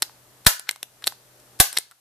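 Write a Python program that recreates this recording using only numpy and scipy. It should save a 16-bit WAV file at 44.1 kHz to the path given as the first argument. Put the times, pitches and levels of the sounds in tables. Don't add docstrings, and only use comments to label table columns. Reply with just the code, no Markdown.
import sys
import numpy as np
from scipy import signal
from scipy.fft import rfft, irfft
from scipy.io import wavfile
from scipy.ndimage import uniform_filter1d

SR = 44100
rng = np.random.default_rng(int(sys.argv[2]) if len(sys.argv) > 2 else 0)


def gain_from_db(level_db):
    decades = np.asarray(level_db, float) / 20
    return 10 ** decades


def pcm_store(signal):
    levels = np.round(np.clip(np.atleast_2d(signal), -1, 1) * 32767)
    wavfile.write(sys.argv[1], SR, levels.astype(np.int16).T)


N = 88288

# (time [s], level [dB])
GAIN_RIDE = [(0, 0), (.44, 0.5), (.48, -11), (.8, -7), (1.08, 0), (1.17, -1.5), (1.58, 2.5), (1.62, -3),
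             (1.9, -12.5), (2.0, -19.5)]
# (frequency [Hz], level [dB per Hz])
RUMBLE_COLOUR = [(25, -8), (80, -8), (200, -7), (370, -5), (620, -6), (1000, -11), (1500, -11.5),
                 (3000, -28.5)]
# (frequency [Hz], level [dB])
HISS_COLOUR = [(800, 0.5), (2000, -1.5), (6000, -1), (13500, -1)]
# (frequency [Hz], level [dB], width [Hz])
HUM_TONES = [
    (124, -63, 2.3),
    (295, -76, 6.0),
    (603, -69.5, 2.7),
]
RUMBLE_DB, RUMBLE_FOLLOWS = -61, 0.97
HISS_DB, HISS_FOLLOWS = -56.5, 0.37

# (frequency [Hz], fall by 60 dB [s])
ROOM_DECAY = [(200, 0.04), (700, .2), (1600, 0.2), (4500, 0.28), (9000, 0.25), (14000, 0.17)]
# (frequency [Hz], level [dB])
ROOM_COLOUR = [(200, -16), (700, -2), (1500, -7), (3000, -5), (6200, -4), (9000, -5.5), (14000, 1.5)]
# (frequency [Hz], left-right likeness [0 to 1])
STEREO_LIKENESS = [(200, 0.65), (550, .8), (1600, 0.21), (5000, 0.06)]
SLAM_ROOM_DB, CLICK_ROOM_DB = -6, -18
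WALL_S, BUILD_S = 0.0014, 0.002
NEAR_DB, NEAR_T60_S = 9.5, 0.04
PANEL_HZ, PANEL_WIDTH_HZ, PANEL_DB, PANEL_T60_S = 1520, 300, -15, 0.4

# (time [s], level [dB], chatter length [ms], favoured frequency [Hz], favour [dB])
SLAM_HITS = [
    (.4655, 11, 3.58, 1682, 4.5),
    (1.6003, 9.5, 4.55, 10630, 1),
]
# (time [s], peak [dB], chatter length [ms], favoured frequency [Hz],
# favour [dB])
STAPLER_CLICKS = [(.0219, -1.5, 1.75, 4260, 3.5), (.0271, -5.5, 1.4, 4640, 14.5), (.4625, -12.5, 5, 9000, 7),
                  (.595, -21, 2, 9300, 5), (.6915, -5.5, 0.84, 2050, 21), (.7105, -13.5, 1.16, 7900, 12.5),
                  (.8292, -13, 1.2, 5400, 3.5), (1.0412, -17.5, 1.56, 3420, 17), (1.063, -23, 9.1, 10100, 19),
                  (1.0708, -2.5, 1.6, 3870, 4.5), (1.0757, -6, 0.94, 4170, 8.5), (1.7277, -19.5, 3, 9600, 8),
                  (1.7686, -12.5, 1.1, 2140, 2), (1.771, -6, 1.5, 2050, 14.5), (1.7732, -5, 1.8, 4200, 25),
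                  (1.7833, -55.5, 2.5, 9050, 7), (1.7856, -5.5, 0.23, 9200, 15),
                  (.096, -35, 0.68, 910, 34), (0.448, -35.5, 7.6, 8570, 4), (0.686, -32, 3.7, 1500, -21),
               (0.7601, -29, 1.3, 1010, 14.5), (1.0225, -34, 2.2, 1490, 22.5), (1.028, -39, 3.2, 1600, 19),
               (1.057, -34.5, 9.3, 6500, -1), (1.1225, -30, 1.2, 996, 24.5), (1.4, -38.5, 1.8, 5960, 8.5),
               (1.59, -26.5, 14, 7680, 2.5), (1.734, -29, 32.0, 4030, -4), (.669, -39.5, 16, 1540, 28),
               (1.9121, -35, 1.2, 1350, 11), (1.916, -42, 6.6, 1350, 19.5),
               (0.6921, -8.5, 0.87, 4040, 12.5), (0.83, -19, 1.04, 3200, 13.5),
               (1.786, -25.5, 1.3, 500, 18), (.712, -32, 2.0, 403, 18)]
# (frequency [Hz], level [dB], fall by 60 dB [s])
FRAME_MODES = [(355, -1.5, 0.0094), (886, -9.5, 0.036), (1642, -9, 0.027), (2050, 0.5, 0.0055),
               (2663, -9.5, 0.0053), (3255, -13, 0.0072), (3915, 1.5, 0.0065), (4338, 8.5, 0.005),
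               (5546, 13.5, 0.0027), (7346, 1, .008), (8350, 15, 0.0031), (9980, 13.5, 0.0045),
               (11417, 12, 0.0027), (12620, -3.5, .006)]
FAVOUR_Q, RADIATES_ABOVE_HZ, LONGEST_RING_S = 3.3, 480, 0.012
STRIKE_SPREAD_DB, SIDE_SPREAD_DB = 2, 4
CRACK_DB, CHATTER_GRIT_DB, LEFT_DB = 9, 4, 0.7
SLAM_SETTLE_MS, CLICK_SETTLE_MS = 4.0, 0.69
LEAD = 110

# (time [s], left level [dB], right level [dB], length [ms])
BIAS_KICKS = [
    (.466, -11, -5.5, 6.43),
    (1.5991, -14.5, -6.5, 6.6),
]
COUPLING_HZ, SLOW_COUPLING_HZ, SLOW_SHARE = 30, 7.3, 0.17
CLIP, CUTOFF_HZ, STEADY_CUTOFF_HZ = 0.86, 15300, 14500


def at_hz(points, hz):
    table_hz, values = np.transpose(points)
    return np.interp(np.log(hz), np.log(table_hz), values)


def rms_one(x):
    return x / np.sqrt(np.mean(x ** 2) + 1e-20)


def peak_filter(x, hz, q):
    return signal.lfilter(*signal.iirpeak(hz, q, fs=SR), x)


def cut(x, hz):
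    return signal.sosfilt(signal.cheby2(22, 50, hz, fs=SR, output="sos"), x)


def bands(size, level):
    out = 0
    edges = 30 * 2 ** np.arange(0, 9.3, 0.5)
    white = rng.standard_normal((2, 2, size))
    for k, (low, high) in enumerate(zip(edges, edges[1:])):
        band = signal.butter(2, [low, high], "band", fs=SR, output="sos")
        mid, side = signal.sosfilt(band, white[k % 2])
        hz = np.sqrt(low * high)
        alike = np.clip(at_hz(STEREO_LIKENESS, hz), 0, 1)
        stereo = np.sqrt(1 + alike) * mid + np.sqrt(1 - alike) * side * [[1], [-1]]
        out = out + level(hz) * stereo
    return out


def background():
    t = np.arange(N) / SR
    gain_db = np.interp(t, *np.transpose(GAIN_RIDE))
    rumble = rms_one(bands(N, lambda hz: gain_from_db(at_hz(RUMBLE_COLOUR, hz)) * (hz < 4000)))
    hiss = rms_one(bands(N, lambda hz: gain_from_db(at_hz(HISS_COLOUR, hz)) * (hz > 700)))
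    out = gain_from_db(RUMBLE_DB + RUMBLE_FOLLOWS * gain_db) * rumble
    out += gain_from_db(HISS_DB + HISS_FOLLOWS * gain_db) * hiss
    for hz, db, width_hz in HUM_TONES:
        wander = np.cumsum(rng.standard_normal(N)) * np.sqrt(2 * np.pi * width_hz / SR)
        out += gain_from_db(db + gain_db) * np.sin(2 * np.pi * hz * t + wander)
    return out * gain_from_db([[LEFT_DB], [-LEFT_DB]])


def walls(x):
    t = np.arange(SR // 2) / SR
    tail = rms_one(bands(len(t), lambda hz: gain_from_db(at_hz(ROOM_COLOUR, hz) - 60 * t / at_hz(ROOM_DECAY, hz))))
    panel = peak_filter(rng.standard_normal((2, len(t))), PANEL_HZ, PANEL_HZ / PANEL_WIDTH_HZ)
    tail = tail + gain_from_db(PANEL_DB) * rms_one(panel * gain_from_db(-60 * t / PANEL_T60_S))
    near = 1 + gain_from_db(NEAR_DB - 60 * t / NEAR_T60_S)
    build = 1 - np.exp(-np.maximum(t - WALL_S, 0) / BUILD_S)
    tail = tail * near * build
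    return signal.fftconvolve(x[None], tail / np.sqrt(len(t)), axes=1)[:, :N]


def steel_chatter(length_ms, settle_ms, favoured_hz, favour_db):
    ms = np.arange(SR // 25) * 1000 / SR
    grit = rng.standard_normal(len(ms)) * gain_from_db(CHATTER_GRIT_DB * rng.standard_normal(len(ms)))
    chatter = grit * np.exp(-np.maximum(ms - length_ms, 0) / settle_ms - ms / (2 * length_ms))
    tones = rfft(np.roll(chatter, LEAD))
    chatter = irfft(tones / np.sqrt(uniform_filter1d(abs(tones) ** 2, size=16)))
    return chatter + (gain_from_db(favour_db) - 1) * peak_filter(chatter, favoured_hz, FAVOUR_Q)


def contacts(rows, settle_ms):
    out = np.zeros((3, N + SR))
    hz, db, t60 = np.transpose(FRAME_MODES)[:, :, None]
    t = np.arange(SR // 30) / SR
    modes = np.sin(2 * np.pi * hz * t) * gain_from_db(db - 60 * t / np.minimum(t60, LONGEST_RING_S))
    for s, peak_db, length_ms, favoured_hz, favour_db in rows:
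        strike, side = rng.standard_normal((2, len(hz)))
        sides_db = (SIDE_SPREAD_DB * side + LEFT_DB) * np.array([[1], [-1], [0]])
        body = gain_from_db(STRIKE_SPREAD_DB * strike + sides_db) @ modes
        body[2] = 0
        body[:, 0] += gain_from_db(CRACK_DB)
        chatter = steel_chatter(length_ms, settle_ms, favoured_hz, favour_db)
        hit = signal.fftconvolve(body, chatter[None], axes=1)
        hit[2] *= np.std(hit[:2]) / np.std(hit[2])
        i = int(s * SR) - LEAD
        out[:, i:i + hit.shape[1]] += hit * gain_from_db(peak_db) / np.abs(hit[:2].mean(0)).max()
    radiates = signal.butter(2, RADIATES_ABOVE_HZ, "high", fs=SR, output="sos")
    return signal.sosfilt(radiates, out[:, :N])


def scene():
    slams = contacts(SLAM_HITS, SLAM_SETTLE_MS)
    clicks = contacts(STAPLER_CLICKS, CLICK_SETTLE_MS)
    echoes = walls(gain_from_db(SLAM_ROOM_DB) * slams[2] + gain_from_db(CLICK_ROOM_DB) * clicks[2])
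    return slams[:2] + clicks[:2] + cut(echoes + background(), STEADY_CUTOFF_HZ)


def bias_kicks():
    out = np.zeros((2, N))
    t = np.arange(N) / SR
    for s, left_db, right_db, length_ms in BIAS_KICKS:
        push = np.sin(np.pi * np.clip((t - s) * 1000 / length_ms, 0, 1)) ** 2
        out += gain_from_db([[left_db], [right_db]]) * push
    fast = signal.lfilter(*signal.butter(1, COUPLING_HZ, "high", fs=SR), out)
    slow = signal.lfilter(*signal.butter(1, SLOW_COUPLING_HZ, "high", fs=SR), out)
    return fast + SLOW_SHARE * (slow - fast)


def low_pass(x):
    return signal.sosfilt(signal.butter(12, 15540, fs=SR, output="sos"), x)


def record(dry):
    clipped = np.clip(dry + bias_kicks(), -CLIP, CLIP)
    mix = cut(clipped, CUTOFF_HZ)
    return low_pass(mix)


dry = scene()
out = record(dry)
pcm_store(out)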